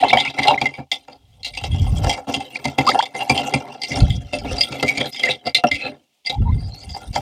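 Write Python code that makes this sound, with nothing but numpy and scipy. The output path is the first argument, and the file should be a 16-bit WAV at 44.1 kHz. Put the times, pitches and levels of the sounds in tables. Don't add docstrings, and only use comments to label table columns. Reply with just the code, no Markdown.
import sys
import numpy as np
from scipy import signal
from scipy.fft import rfft, irfft, next_fast_len
from scipy.io import wavfile

SR = 44100
rng = np.random.default_rng(int(sys.argv[2]) if len(sys.argv) > 2 else 0)


def attenuation_scalar(level_db):
    decades = np.asarray(level_db, float) / 20
    return 10 ** decades


def bounce(signal):
    frames = np.transpose(np.atleast_2d(signal))
    limited = np.clip(frames, -1, 1)
    pcm = np.round(limited * 32767).astype(np.int16)
    wavfile.write(sys.argv[1], SR, pcm)


N = 317942

# t/s, wall level/dB, favoured wall pitch f/Hz, hollow level/dB, swell/s
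KNOCKS = [(0.0256, -15.5, 2580, -9, .013), (0.082, -12, 4200, -34, 0.0017), (0.093, -12, 3740, -37, 0.0014),
          (.128, -8.5, 2300, -8, 0.0015), (.169, -8, 3180, -26.5, 0.002824),
          (.182, -11, 3410, -28.5, 0.0036), (0.198, -6, 3630, -30, 0.0022), (0.211, -20.5, 3470, -31, .002),
          (0.2489, -11, 2360, -35.5, 0.0015), (.297, -20.5, 3750, -30, 0.0018),
          (0.3779, -7, 2045, -17, 0.011), (0.4246, -7, 1920, -34, 0.0067),
          (0.4371, -13.5, 1970, -11.5, 0.016), (.4697, -0.5, 3920, -11.5, .011),
          (0.4974, -18.5, 2800, -9, 0.022), (0.5761, -26, 2080, -75.5, 0.0054),
          (0.613, -10, 2440, -17, 0.0012), (0.654, -15.5, 2000, -25, 0.0022),
          (.737, -27, 2260, -40, 0.0022), (0.775, -31, 2370, -21.5, 0.016),
          (0.9136, -7.5, 3480, -28, 0.0022), (0.9279, -20, 5100, -32.5, 0.0011),
          (1.075, -36.5, 2560, -32.5, 0.0069), (1.112, -37.5, 4550, -43, 0.017),
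          (1.43, -12.5, 4100, -46, 0.018), (1.461, -17.5, 4000, -36, 0.0027),
          (1.534, -19, 2310, -42, 0.018), (1.5722, -20, 2700, -31, 0.00059), (1.609, -16, 2940, -23, 0.03),
          (1.6432, -23, 3800, -73, 0.0011), (1.7414, -29.5, 3350, -33, 0.0031),
          (1.8625, -32, 2760, -29, 0.0033), (2.0371, -14.5, 1890, -10.5, .008),
          (2.0909, -10.5, 3110, -17.5, 0.0043), (2.1162, -14, 2210, -29, 0.016),
          (2.176, -35, 2356, -23.5, 0.0026), (2.2763, -20, 2800, -16, .019),
          (2.3352, -10, 2940, -21, 0.0057), (2.4, -24.5, 2750, -32, 0.0047),
          (2.547, -20.5, 4470, -28.5, 0.01), (2.642, -9.5, 1900, -15.5, 0.012),
          (2.781, -10, 2580, -9, .003), (2.805, -34, 3700, -27, 0.0023), (2.848, -25.5, 4500, -36, 0.0062),
          (2.864, -6.5, 4520, -17, 0.011), (2.888, -6.5, 3740, -9.5, .003), (2.945, -23, 2780, -10, 0.0014),
          (2.9886, -16, 3100, -39, 0.0019), (3.0242, -15.5, 3480, -19, 0.0012),
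          (3.0533, -25, 2120, -64, 0.0019), (3.1426, -26, 2110, -25.5, 0.0082),
          (3.1834, -15.5, 2760, -17.5, 0.03), (3.2937, -8.5, 2440, -12, 0.0025),
          (3.349, -6, 2900, -35, 0.026), (3.3784, -18, 2100, -15.5, 0.014), (3.5358, -9, 2390, -11, 0.0021),
          (3.742, -38.5, 2770, -29, .005), (3.816, -21, 4660, -43, 0.0013),
          (3.833, -12, 4500, -31.5, 0.0015), (3.909, -14.5, 2170, -27, 0.0081),
          (3.9534, -16, 5260, -24, 0.005), (4.0019, -18.5, 4300, -26, 0.0011),
          (4.0959, -17, 3300, -45, 0.0079), (4.3253, -13, 2640, -14.5, 0.0077),
          (4.384, -23.5, 5120, -65, 0.0019), (4.5057, -24, 1780, -13.5, 0.0061),
          (4.5737, -18, 4840, -22, 0.01), (4.607, -7.5, 4770, -63, 0.0016), (4.629, -16, 3330, -50, 0.0061),
          (4.7186, -16.5, 2500, -15, .007), (4.825, -11, 2000, -9, 0.0024), (4.868, -6.5, 2330, -39, 0.011),
          (4.9485, -20, 2370, -44.5, 0.0082), (4.9681, -7.5, 2300, -15, 0.011),
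          (4.9927, -12, 3350, -9.5, 0.014), (5.0547, -21, 4020, -20.5, 0.0019),
          (5.1576, -21.5, 2200, -59.5, 0.0041), (5.193, -19, 3320, -28.5, 0.0023),
          (5.2294, -7, 2240, -17.5, 0.0051), (5.2486, -13, 1880, -16, 0.0058),
          (5.2685, -12.5, 2500, -13.5, 0.023), (5.2964, -7.5, 3740, -34.5, 0.015),
          (5.452, -13.5, 4800, -27.5, 0.014), (5.467, -23.5, 2180, -23, 0.008),
          (5.545, 1.5, 4100, -24.5, 0.0033), (5.553, -9, 3980, -32, 0.0025),
          (5.581, -24.5, 2820, -27, 0.00056), (5.637, -21.5, 2750, -3, 0.002),
          (5.667, -22.5, 2860, -43, 0.0012), (5.7115, -5, 2010, -37, 0.0031), (5.724, -23, 2300, -48, .002),
          (5.7515, -15, 2510, -63, 0.0019), (5.789, -20.5, 2160, -39, 0.019),
          (5.8114, -16, 4180, -15.5, .05), (6.24, -32, 3390, -44.5, 0.0094),
          (6.253, -14.5, 4800, -37.5, 0.0084), (6.263, -18, 2090, -42, 0.006),
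          (6.296, -14.5, 3840, -24.5, 0.00083), (6.413, -46, 2880, -34.5, 0.0045),
          (6.602, -46, 5000, -45, 0.013), (6.887, -33.5, 3480, -37.5, 0.0053),
          (6.9374, -32, 4900, -27, 0.012), (6.962, -42.5, 2100, -27, 0.0007),
          (7.018, -41, 3200, -27.5, 0.017), (7.128, -22.5, 4430, -27, .014), (7.149, -21, 3220, -27, .004),
          (7.158, -20, 2080, -14.5, 0.0011)]
# t/s, vigour/dB, weight on the base of the tin/dB, favoured wall pitch f/Hz
STIR = [(0.0, -22.5, -5, 3250), (0.44, -29.5, -4, 2290), (0.5, -31, -5.5, 3033), (0.58, -28, -12, 2040),
        (1.02, -71.5, -2, 3780), (1.38, -58.5, -2.5, 3310), (1.63, -42.5, -9, 3466), (2.21, -27, 11, 2684),
        (2.35, -36, 3, 3395), (2.59, -43, 0, 2447), (2.89, -35.5, 11, 3554), (3.13, -34.5, 0, 2005),
        (3.37, -25.5, 2, 2900), (3.67, -40, 6, 2060), (3.84, -42.5, -1, 4960), (3.91, -30, 3, 2033),
        (3.97, -28, 8.5, 3380), (4.14, -35.5, -2, 3623), (4.36, -38, 1, 2640), (4.4, -43, 7, 4830),
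        (4.46, -29.5, 4, 2260), (4.6, -28, -3, 4270), (4.96, -31.5, 1, 2034), (5.12, -30, -30, 4150),
        (5.24, -29.5, 3, 2025), (5.38, -40, -8, 3500), (5.48, -43, 21.5, 2016), (5.52, -60, -10, 4590),
        (5.72, -43.5, -1, 2240), (5.96, -68, -3, 2970), (6.26, -68, -13.5, 3035), (6.49, -50, 6, 3730),
        (6.95, -38.5, -7, 4810), (7.21, -52.5, -3, 2650)]
# t/s, level change of upper wall modes and snap/dB
CUSHION = [(0, -16), (.7, -11.5), (.9, -8.5), (2.2, -4.5), (3.6, -7.5), (4.8, -7.5), (5.9, -13.5),
           (7.21, -1)]
# f/Hz, level/dB, t60/s
HOLLOW_MODES = [(406, 0.5, 0.017), (511.5, 0.5, 0.038), (591.4, -8.5, 0.12), (715, 2, 0.052),
                (790.2, 5, 0.032), (904, 2.5, 0.012), (1081, -18, 0.063), (1224, -19.5, 0.066),
                (1361, -7.5, 0.029), (1706, 1.5, 0.0046)]
# f/Hz, level/dB, t60/s
TABLE_MODES = [(83, -8.5, 0.037), (136.5, -0.5, 0.043), (235.5, -5, 0.068), (273.7, -4, 0.093),
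               (320.4, -10.5, 0.08), (407.8, -13.5, 0.11)]


def rms_one(x):
    return x / np.sqrt(np.mean(x ** 2) + 1e-20)


def in_time(table):
    s, *columns = np.transpose(table)
    return [np.interp(np.arange(N) / SR, s, column) for column in columns]


def drift(rate_hz):
    r = np.exp(-80 * np.pi * rate_hz / SR)
    slow = signal.lfilter([1], [1, -2 * r, r * r], rng.standard_normal(N // 40 + 2002))[2000:]
    return np.interp(np.arange(N) / 40, np.arange(len(slow)), rms_one(slow))


def ring(clicks, hz, t60_s):
    r = 1000 ** (-1 / (t60_s * SR))
    w = 2 * np.pi * hz / SR
    wide = np.exp(-w / 16)
    mode = [0, np.sin(w), 0, 1, -2 * r * np.cos(w), r * r]
    soft_contact = [(1 - wide ** 2) / 2, 0, (wide ** 2 - 1) / 2, 1, -2 * wide * np.cos(w), wide ** 2]
    return signal.sosfilt([mode, soft_contact], clicks + 1e-18)


def noise(spectrum):
    size = next_fast_len(N)
    hz, db = np.transpose(spectrum)
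    bin_hz = np.arange(1, size // 2 + 2) * SR / size
    colour = attenuation_scalar(np.interp(np.log(bin_hz), np.log(hz), db))
    return rms_one(irfft(rfft(rng.standard_normal(size)) * colour, size)[:N])


def grains(per_s, spread_db):
    sizes = attenuation_scalar(spread_db * np.minimum(rng.exponential(1, N), 4.0)) * rng.choice([-1, 1], N)
    return sizes * (rng.random(N) < per_s * attenuation_scalar(3.0 * drift(25)) / SR)


def wall_modes():
    # f/Hz, level/dB
    wall = [(2085, 5), (2260, -1), (2360, -3.5), (2650, -0.5), (2780, 2.5), (3100, -0.5), (3290, 4.5),
            (3420, -4.5), (3600, 1.5), (3870, 0), (4095, -2), (4380, -4.5), (4760, 1), (4890, -3.5),
            (5060, -5), (5370, -11), (5700, -7), (6300, -10), (6750, -8), (7350, -9), (8330, -8.5),
            (8900, -11.5), (9750, -15.5)]
    t60_cycles = 110
    return [(hz, db, t60_cycles / hz) for hz, db in wall]


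def nearness(hz, favoured_hz):
    return np.exp(-(np.log2(hz / favoured_hz) / 0.13) ** 2)


def hollow_tilt_db(hz, s):
    # t/s, level change/dB
    tilt = [(0, 6.5), (3.7, 4.5), (4.1, -10.5), (5.9, -5.5), (6.3, 2)]
    return np.interp(s, *np.transpose(tilt)) * (740 < hz < 1150)


def crack_bands():
    # f/Hz, level/dB per Hz
    crack = [(3060, -39.5), (5200, -9.5), (5850, -5.5), (6830, -15.5), (7860, -16), (8890, -11),
             (11300, -25), (14000, -22), (14800, -22.5), (16000, -54)]
    edges_hz = [2500, 6300, 8000, 10500, 13500, 18000]
    hiss = noise(crack)
    return [signal.sosfilt(signal.butter(2, band_hz, "band", fs=SR, output="sos"), hiss)
            for band_hz in zip(edges_hz, edges_hz[1:])]


def outdoor_air():
    # f/Hz, level/dB per Hz
    air_spectrum = [(24, -35.5), (40, -41), (276, -15.5), (646, -19), (790, -18.5), (1590, -28.5),
                    (2770, -13), (4800, -19), (16000, -31)]
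    return attenuation_scalar(-69 + 2.4 * drift(6)) * noise(air_spectrum)


def rub_levels():
    # level against the knock/dB, fade/dB per s
    slide = [(-25.5, 203.5), (-14, 195.5), (-15.5, 188)]
    rub_offsets = [-6.5, -3.5, -8.5]
    # end t/s, length/s, depth/dB
    dips = [(0.337, 0.033, 20), (0.574, 0.015, 20), (.912, 0.137, 24), (2.268, 0.17, 21),
            (2.778, 0.068, 7.5), (3.142, 0.26, 11), (3.294, 0.078, 6), (4.326, 0.22, 8), (5.122, 0.023, 19),
            (5.453, 0.14, 12), (5.544, 0.036, 21), (5.634, 0.05, 28), (5.709, 0.032, 20),
            (7.071, 0.043, 2.5)]
    t = np.arange(N) / SR
    dip_db = sum(db * np.interp(t, [s - length_s, s - length_s / 4, s, s + .004], [0, 1, 1, 0])
                 for s, length_s, db in dips)
    vigour_db, weight_db, _ = in_time(STIR)
    s, wall_db, _, hollow_db, swell_s = np.transpose(KNOCKS)
    blow_at = ((s + swell_s) * SR).astype(int)
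    pressed_db = vigour_db + weight_db
    levels_db = []
    for steady_db, knock_db, offset_db, (under_db, fade_db_per_s) in zip(
            (vigour_db, pressed_db, pressed_db), (wall_db, hollow_db, hollow_db), rub_offsets, slide):
        power = np.zeros(N)
        np.add.at(power, blow_at, attenuation_scalar(2 * (knock_db + under_db)))
        sliding = signal.lfilter([1], [1, -attenuation_scalar(-2 * fade_db_per_s / SR)], power + 1e-18)
        levels_db.append(10 * np.log10(attenuation_scalar(2 * (steady_db + offset_db)) + sliding) - dip_db)
    return levels_db


def grinding(levels_db, bands):
    favoured_hz = in_time(STIR)[2]
    rub = grains(per_s=1800, spread_db=4.2)
    ticks = attenuation_scalar(-7) * grains(per_s=220, spread_db=5.5)
    touches, ticked = np.flatnonzero(rub), np.flatnonzero(ticks)
    out = 0
    bodies = (wall_modes(), HOLLOW_MODES, TABLE_MODES)
    for body, level_db, wander_db in zip(bodies, levels_db, (6, 5, 3)):
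        rung = 0
        for hz, db, t60_s in body:
            at = touches[rng.random(len(touches)) < .15]
            place_db = 11.0 * nearness(hz, favoured_hz[at]) + hollow_tilt_db(hz, at / SR)
            share = np.zeros(N)
            share[at] = rub[at] * attenuation_scalar(db + wander_db * drift(8.7)[at] + place_db)
            share[ticked] += ticks[ticked] * attenuation_scalar(db + rng.normal(0.5, 7.0, len(ticked)))
            rung = rung + ring(share, hz, t60_s)
        out = out + attenuation_scalar(level_db) * rms_one(rung)
    fizz = sum(band * attenuation_scalar(6 * drift(14)) for band in bands)
    rasp_decay = np.exp(-1 / (0.0015 * SR))
    rasp = signal.lfilter([1], [1, -rasp_decay], np.abs(rub / 2 + ticks)) * fizz
    rasp_db = levels_db[0] + 1.73 * in_time(CUSHION)[0] + 4.5
    return out + attenuation_scalar(rasp_db) * rms_one(rasp)


def knocks(bands, count=20):
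    rebound_s, upper_hz = 0.018, 4300
    bright_db_per_octave, soft_db_per_s = -0.5, 108.5
    s, lower_db, favoured_hz, hollow_db, swell_s = np.transpose(KNOCKS)[:, :, None]
    upper_db = (lower_db + np.interp(s, *np.transpose(CUSHION)) - soft_db_per_s * swell_s
                + bright_db_per_octave * np.log2(favoured_hz / upper_hz))
    swell_s = np.clip(swell_s, .001, .05)

    late_s = rng.random((len(s), count)) ** 1.5 * (swell_s + 3.0 * rebound_s) - swell_s
    late_s[:, 0] = 0
    at = np.clip(((s + swell_s + late_s) * SR).astype(int), 0, N - 1)
    fade_db = np.where(late_s < 0, 13 * late_s / swell_s, -8 * late_s / rebound_s) - 9
    fade_db += 4 * np.minimum(rng.exponential(1, late_s.shape), 2)
    fade_db[:, :1] = 1.0 - 450.0 * swell_s

    def contacts(level_db):
        clicks = np.zeros(N)
        chance = rng.standard_normal((len(s), 2, count))
        share_db = rng.uniform(-5.5, 5.5, (len(s), 1)) + 3 * chance[:, 1]
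        np.add.at(clicks, at, np.sign(chance[:, 0]) * attenuation_scalar(level_db + fade_db + share_db))
        return clicks

    out = np.zeros(N)
    for hz, db, t60_s in wall_modes():
        wall_db = lower_db - 21.0 if hz < upper_hz else upper_db - 7.5
        out += ring(contacts(wall_db + db + 14.6 * nearness(hz, favoured_hz)), hz, t60_s)
    for hz, db, t60_s in HOLLOW_MODES:
        out += ring(contacts(hollow_db + db - 8.5 + hollow_tilt_db(hz, s)), hz, t60_s)
    for hz, db, t60_s in TABLE_MODES:
        out += ring(contacts(hollow_db + db - 26.0), hz, t60_s)
    snap_decay = np.exp(-1 / (0.0024 * SR))
    for band in bands:
        out += band * signal.lfilter([1], [1, -snap_decay], np.abs(contacts(upper_db - 18.5)))
    return out


def bubbles(churn_db, count=320):
    # t/s, start f/Hz, end f/Hz, length/s, level before warble/dB
    gulps = [(0.026, 684, 1017, 0.027, -4), (.102, 1810, 3580, 0.018, -14), (.129, 733, 820, 0.012, -3.5),
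             (.168, 735, 920, 0.022, -9.5), (.172, 1920, 2700, 0.0066, -12),
             (.27, 2030, 2860, 0.018, -14.5), (.542, 1910, 2500, 0.0061, -18),
             (0.047, 966, 800, 0.0082, -5), (0.47, 780, 850, 0.037, -4.5), (.509, 1040, 716, 0.0047, -7),
             (0.577, 1965, 2180, 0.014, -14), (2.555, 1965, 2500, 0.011, -16.5),
             (2.81, 1870, 2370, .015, -23), (2.867, 1006, 1340, 0.035, -7), (2.915, 1750, 2400, 0.011, -18),
             (2.989, 704, 1092, 0.017, -4.5), (3.0, 1140, 2600, 0.015, -18.5),
             (3.013, 2630, 3960, 0.006, -24), (5.01, 1637, 2417, 0.013, -18),
             (5.27, 1747, 2560, 0.033, -18.5), (6.316, 800, 854, 0.072, -25),
             (6.455, 870, 1003, 0.063, -25.5)]
    out, warble = np.zeros(N), drift(67)
    when, pitch, rise, size = rng.random((count, 4)).T
    when = when ** 2.2
    small_hz = 1900 * 2.2 ** pitch
    churn_then_db = np.minimum(churn_db, -36.0)[(when * (N - .04 * SR)).astype(int)]
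    small_db = 2 * churn_then_db + 10 * size + 30 - 5 * when
    small = zip(when * (N / SR - .04), small_hz, small_hz * (1 + .25 * rise), 20 / small_hz, small_db)
    for s, start_hz, end_hz, length_s, db in [*gulps, *small]:
        part = np.linspace(0, 1, int(length_s * SR))
        span = slice(int(s * SR), int(s * SR) + len(part))
        hz = start_hz * (end_hz / start_hz) ** part * (1 + 0.066 * np.tanh(warble[span]))
        phase = 2 * np.pi * np.cumsum(hz) / SR
        level = attenuation_scalar(db + 3 * np.tanh(warble[::-1][span]))
        out[span] += level * np.sin(np.pi * part ** .7) * np.sin(phase)
    return out


def bumps():
    # t/s, relative level/dB
    base_bumps = [(0.138, -11.5), (0.275, -23.5), (0.383, -14.5), (0.616, -13.5), (0.783, -18),
                  (2.277, -16), (2.358, -12), (2.665, -14.5), (2.786, -7.5), (2.918, -20), (3.201, -33),
                  (3.301, -6.5), (3.438, -29), (3.538, -6), (3.908, -12), (4.703, -18), (4.828, -9),
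                  (4.987, -15), (5.288, -24.5), (5.46, -22.5), (5.635, -26.5), (5.838, -23)]
    contact_s = 0.0022
    s, db = np.transpose(base_bumps)
    out = 0
    for hz, mode_db, t60_s in TABLE_MODES:
        clicks = np.zeros(N)
        clicks[(s * SR).astype(int)] = attenuation_scalar(db + mode_db + 9.0 + 2 * rng.standard_normal(len(s)))
        out = out + ring(clicks, hz, t60_s)
    soft = np.exp(-1 / (contact_s * SR))
    return signal.lfilter([1 - soft], [1, -soft], out)


def wind():
    # peak t/s, peak level/dB, rise/dB per s, fall/dB per s
    gusts = [(1.735, -15, 172, 1), (2.071, -15.5, 52, 313), (4.034, -4.5, 438, 410), (4.109, -14, 403, 204),
             (4.175, -18, 403, 228), (4.35, -32, 300, 16), (4.544, -23.5, 80.5, 542),
             (5.74, -32, 502.5, 500), (6.409, -8.5, 441, 181), (6.502, -13.5, 296, 81),
             (6.899, -31, 190, 147), (7.095, -26, 601, 142)]
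    # f/Hz, level/dB per Hz
    wind_spectrum = [(15, -30), (25, -34), (49, 6.5), (112, 2.5), (274, -19), (337, -27), (409, -34.5),
                     (450, -27.5), (580, -95.5)]
    gust_lasts_s, calm_db_per_s = 0.24, 263.5
    t, level_db = np.arange(N) / SR, -120
    for s, peak_db, rise, fall in gusts:
        fall_db = fall * (t - s) + calm_db_per_s * np.maximum(t - s - gust_lasts_s, 0)
        level_db = np.maximum(level_db, peak_db - np.where(t < s, rise * (s - t), fall_db))
    lumps = attenuation_scalar(3.5 * np.tanh(drift(24)))
    return attenuation_scalar(level_db) * rms_one(noise(wind_spectrum) * lumps)


def scrapes():
    # t/s, length/s, start f/Hz, end f/Hz, level before roughness/dB
    slides = [(1.715, 0.11, 2780, 2930, -43), (1.757, 0.14, 3250, 3230, -41.5),
              (1.954, 0.041, 3250, 3300, -35), (5.124, 0.077, 2150, 2210, -49),
              (5.156, 0.071, 3300, 3140, -32.5), (5.114, 0.078, 5000, 4980, -35.5),
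              (5.668, 0.026, 5600, 5500, -32.5), (5.783, 0.11, 4140, 4000, -39),
              (5.769, .13, 2550, 2606, -30.5), (6.58, 0.12, 4700, 4830, -45),
              (6.695, 0.15, 4100, 4570, -40.5), (6.80, 0.055, 5000, 4800, -44.5),
              (6.89, 0.09, 4850, 4850, -37.5), (7.003, 0.06, 1400, 1400, -49)]
    width_share = .025
    out, rough = np.zeros(N), attenuation_scalar(7 * np.tanh(drift(70)) - 2)
    for s, length_s, start_hz, end_hz, db in slides:
        part = np.linspace(0, 1, int(length_s * SR))
        span = slice(int(s * SR), int(s * SR) + len(part))
        r = np.exp(-2 * np.pi * width_share * start_hz / SR)
        slow = signal.lfilter([1], [1, -2 * r, r * r], rng.standard_normal((2, 9000)))
        a, b = slow[:, -len(part):]
        phase = 2 * np.pi * np.cumsum(start_hz * (end_hz / start_hz) ** part) / SR
        band = rms_one(a * np.cos(phase) + b * np.sin(phase))
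        out[span] += attenuation_scalar(db) * np.sin(np.pi * part) ** .5 * rough[span] * band
    return out


def scene():
    rub_db, bands = rub_levels(), crack_bands()
    near = outdoor_air() + grinding(rub_db, bands) + knocks(bands) + bubbles(rub_db[0]) + bumps() + scrapes()
    near = signal.sosfilt(signal.butter(2, 60.0, "high", fs=SR, output="sos"), near)
    return (near + wind())[None]


def top_cut(x):
    return signal.sosfilt(signal.butter(12, 16140, fs=SR, output="sos"), x)


def record(dry):
    rounded = dry / (1 + (dry / .95) ** 6) ** (1 / 6)
    return top_cut(rounded)


dry = scene()
out = record(dry)
bounce(out)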